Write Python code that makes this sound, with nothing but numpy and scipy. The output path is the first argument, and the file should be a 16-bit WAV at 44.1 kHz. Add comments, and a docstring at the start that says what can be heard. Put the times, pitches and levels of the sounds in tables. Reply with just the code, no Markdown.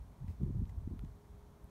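"""Light wind brushes a hand-held microphone beside a bank of ice.
Turbulent pressure at the port is heard as a low rumble that follows the gusts, with spells of
higher flutter when they are strong and bumps from single eddies. Behind lie a few tiny ticks,
perhaps drips, specks of high fizz, soft friction of the hand, a far hum and a faint outdoor hiss."""
import sys
import numpy as np
from scipy import signal
from scipy.fft import rfft, irfft
from scipy.io import wavfile
from scipy.ndimage import uniform_filter1d

SR = 44100
rng = np.random.default_rng(int(sys.argv[2]) if len(sys.argv) > 2 else 0)


def output_pcm(signal):
    """Save a mono or channel-first signal as 16-bit PCM at the path in sys.argv[1].

    Samples are clipped to [-1, 1] before scaling.
    """
    pcm = np.clip(np.atleast_2d(signal).T, -1, 1) * 32767
    wavfile.write(sys.argv[1], SR, np.round(pcm).astype(np.int16))


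N = 74970
T = np.arange(N) / SR


def wind_rumble():
    """Turbulence at the port makes low pressure fluctuations whose amplitude follows the gusts."""
    # Strength of the wind. Each row: time in seconds, rumble level in dB.
    gusts = [(0.0, -49), (0.05, -55.5), (0.13, -55), (0.165, -72), (0.20, -73), (0.22, -46), (0.30, -45.5),
             (0.375, -54.5), (0.43, -36), (0.53, -41.5), (0.565, -41), (0.635, -45), (0.66, -47.5),
             (0.83, -47), (0.87, -46), (0.97, -48), (1.02, -43), (1.13, -51.5), (1.17, -59), (1.28, -76),
             (1.315, -55), (1.42, -56.5), (1.6, -66.5), (1.7, -67)]
    # Spectrum of the rumble. Each row: frequency in Hz, relative spectral density in dB.
    spectrum = [(20, -24.5), (35, -6), (55, 1.5), (80, -2.5), (125, -8), (180, -18.5), (260, -32),
                (400, -45), (800, -75)]
    return level(gusts) * turbulence(spectrum, even_s=0.011)


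def wind_flutter():
    """Faster flow shifts turbulence upward in frequency, heard as short spells of flutter."""
    # Spells of flutter. Each row: start in seconds, length in seconds, level in dB.
    spells = [(0.281, 0.03, -49), (0.403, 0.042, -38.5), (0.46, 0.024, -42), (0.489, 0.02, -39.5),
              (0.544, 0.095, -45.5), (0.776, 0.017, -54), (0.902, 0.024, -50)]
    # Spectrum of the flutter. Each row: frequency in Hz, relative spectral density in dB.
    spectrum = [(70, -30), (130, 4), (190, 3), (260, -15.5), (350, -9), (450, -24), (600, -33), (1000, -76)]
    edge_s = 0.0079
    envelope = np.zeros(N)
    for start, length, db in spells:
        inside_s = np.minimum(T - start, start + length - T)
        envelope += from_db(db) * np.clip(inside_s / edge_s + .5, 0, 1)
    return envelope * turbulence(spectrum, even_s=0.039)


def eddies():
    """A passing eddy is a Gaussian packet of pressure swings; small ones pass faster and sound higher."""
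    # Eddies at the port. Each row: centre time in seconds, envelope peak in dB, frequency in Hz,
    # Gaussian half width in cycles.
    bumps = [(0.014, -49, 48, 0.54), (0.218, -40, 129, 1.13), (0.246, -39.5, 168, 0.49),
             (0.298, -31, 75, 0.73), (0.434, -27.5, 168, 0.42), (0.506, -34.5, 217, 0.59),
             (0.567, -31, 120, 1.4), (0.599, -26, 86, 0.52), (0.621, -29, 171.4, 0.43),
             (0.633, -26.5, 62, 0.44), (0.708, -43.5, 90, 1.1), (0.782, -30.5, 70.5, 0.63),
             (0.864, -38.5, 80, 1.17), (0.877, -32, 202, 0.33), (0.913, -35.5, 222, 0.35),
             (0.922, -34, 75, 0.57), (0.938, -36, 210, 0.42), (0.963, -45.5, 204, 0.53),
             (1.018, -34, 56.8, 0.81), (1.039, -40, 215, 0.52), (1.072, -38, 83, 0.34),
             (1.32, -48.5, 55.7, 0.89), (1.644, -42.5, 54, 0.32)]
    out = np.zeros(N)
    for (centre_s, db, hz, width), phase in zip(bumps, rng.random(len(bumps))):
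        cycles = (T - centre_s) * hz
        envelope = from_db(db) * np.exp(-.5 * (cycles / width) ** 2)
        out += envelope * np.cos(2 * np.pi * (cycles + phase))
    return out


def ticks():
    """Impulse excitation gives a band-limited snap and two damped modes: a short ring, a lower knock."""
    # Tiny ticks. Each row: start in seconds, snap level in dB, ring level in dB,
    # ring frequency in Hz, knock level in dB.
    impulses = [(0.2830, -63, -76, 2400, -80), (0.433, -74, -57.5, 3140, -84),
                (0.6550, -67, -59, 3200, -74), (0.696, -70, -62, 2000, -67), (0.6985, -69, -63, 2900, -84),
                (0.9932, -54, -52, 3400, -55), (1.0487, -80, -61, 3560, -87)]
    snap_band = signal.butter(2, [1030, 2460], "band", fs=SR, output="sos")
    out = np.zeros(N)
    for start, snap_db, ring_db, ring_hz, knock_db in impulses:
        click = 1.0 * (np.arange(N) == int(start * SR))
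        snap = signal.sosfilt(snap_band, click + 1e-18)
        out += from_db(snap_db) * snap / snap.max()
        out += from_db(ring_db) * damped_mode(click, ring_hz, t60_s=0.0027)
        out += from_db(knock_db) * damped_mode(click, hz=1400, t60_s=0.012)
    return out


def sprays():
    """Fine spray is heard as high band-limited noise in Gaussian bursts a few milliseconds long."""
    # Bursts of fizz. Each row: centre time in seconds, level in dB, centre frequency in Hz.
    bursts = [(0.6817, -70.5, 6550), (0.6978, -74, 6800), (0.993, -63, 11300), (1.047, -73, 6260),
              (1.6440, -64.5, 11100)]
    half_band_octaves, half_width_s = 0.17, 0.00055
    out = np.zeros(N)
    for centre_s, db, hz in bursts:
        edges_hz = hz * 2 ** np.array([-half_band_octaves, half_band_octaves])
        band = signal.butter(2, edges_hz, "band", fs=SR, output="sos")
        fizz = rms_one(signal.sosfilt(band, rng.standard_normal(N)))
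        out += from_db(db) * np.exp(-.5 * ((T - centre_s) / half_width_s) ** 2) * fizz
    return out


def hand_rustles():
    """Friction of the hand makes broadband noise that rises fast and decays exponentially."""
    # Soft rubs. Each row: peak time in seconds, level in dB, decay time constant in seconds.
    rubs = [(0.282, -68, 0.0073), (0.297, -72.5, 0.047), (0.695, -69, 0.0087), (1.048, -75, .006)]
    # Spectrum of the friction. Each row: frequency in Hz, relative spectral density in dB.
    spectrum = [(800, -39), (2000, 9), (3500, -2.5), (6500, -3), (10000, -7), (16000, -8.5)]
    attack_s = 0.0038
    envelope = np.zeros(N)
    for peak_s, db, decay_s in rubs:
        envelope += from_db(db) * np.exp(-np.maximum((peak_s - T) / attack_s, (T - peak_s) / decay_s))
    return envelope * noise(spectrum)


def far_hum():
    """Slow random frequency modulation makes a distant pure tone waver slightly."""
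    # Strength of the hum. Each row: time in seconds, level in dB.
    swell = [(0, -80.5), (0.88, -76.5), (1.0, -72), (1.35, -71), (1.7, -72)]
    pitch_hz, waver_hz = 410.8, 1.2
    drift = noise([(2, 0), (8, -6), (40, -60), (100, -120)])
    phase = 2 * np.pi * np.cumsum(pitch_hz + waver_hz * drift) / SR
    return level(swell) * np.sqrt(2) * np.sin(phase)


def outdoor_hiss():
    """Still air and microphone hiss form a stationary noise floor."""
    # Spectrum of the floor. Each row: frequency in Hz, relative spectral density in dB.
    spectrum = [(20, -4.5), (55, 5), (100, 2.5), (170, 1.5), (280, -6.5), (500, -12), (750, -13),
                (950, -12), (1500, -23), (2700, -30), (5000, -32), (9000, -34.5), (12500, -35.5),
                (16000, -39.5)]
    # Dips and one hump in it. Each row: centre in Hz, half width in Hz, gain in dB.
    contours = [(495, 33, -3), (903, 14, 4), (2750, 200, -2.5), (4910, 340, -3.5), (7500, 540, -2.5),
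                (10400, 170, -13.5)]
    return from_db(-60) * noise(spectrum, contours)


def from_db(db):
    """Amplitude grows tenfold for every 20 dB."""
    return 10 ** (np.asarray(db) / 20)


def rms_one(x):
    """Division by the root mean square gives unit power."""
    return x / np.sqrt(np.mean(x ** 2) + 1e-20)


def level(curve):
    """Interpolation between (seconds, dB) points gives an amplitude envelope."""
    return from_db(np.interp(T, *np.transpose(curve)))


def noise(spectrum, contours=()):
    """Spectral shaping colours white noise, with optional Gaussian dips and humps, at unit power."""
    hz = np.maximum(np.arange(N // 2 + 1) * SR / N, 1)
    points_hz, points_db = np.transpose(spectrum)
    db = np.interp(np.log(hz), np.log(points_hz), points_db)
    for centre_hz, width_hz, gain_db in contours:
        db += gain_db * np.exp(-((hz - centre_hz) / width_hz) ** 2)
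    gain = from_db(db) * (hz > points_hz[0] / 2)
    return rms_one(irfft(rfft(rng.standard_normal(N)) * gain, N))


def turbulence(spectrum, even_s):
    """Coloured noise divided by its running amplitude is steady over spans longer than even_s."""
    pressure = noise(spectrum)
    span = int(even_s * SR)
    power = uniform_filter1d(uniform_filter1d(pressure ** 2, span), span)
    return rms_one(pressure / np.sqrt(np.abs(power) + 0.003))


def damped_mode(click, hz, t60_s):
    """A struck resonator rings as a sine that falls by 60 dB in t60_s."""
    radius, angle = from_db(-60 / (t60_s * SR)), 2 * np.pi * hz / SR
    return signal.lfilter([0, np.sin(angle)], [1, -2 * radius * np.cos(angle), radius ** 2], click + 1e-18)


def scene():
    """The pressures of all sources add by superposition at one microphone."""
    background = far_hum() + outdoor_hiss()
    return (background + wind_rumble() + wind_flutter() + hand_rustles() + eddies() + ticks() + sprays())[None]


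def record(dry):
    """The microphone acts as a band-pass filter: it loses the deepest bass and cuts the top steeply."""
    low_cut_hz, high_cut_hz = 29, 15700
    hz = np.maximum(np.arange(N + 1) * SR / (2 * N), 1)
    low_cut = 1 / np.sqrt(1 + (low_cut_hz / hz) ** 6)
    high_cut = 1 / np.sqrt(1 + (hz / high_cut_hz) ** 600)
    return irfft(rfft(dry, 2 * N) * low_cut * high_cut)[:, :N]


dry = scene()
out = record(dry)
output_pcm(out)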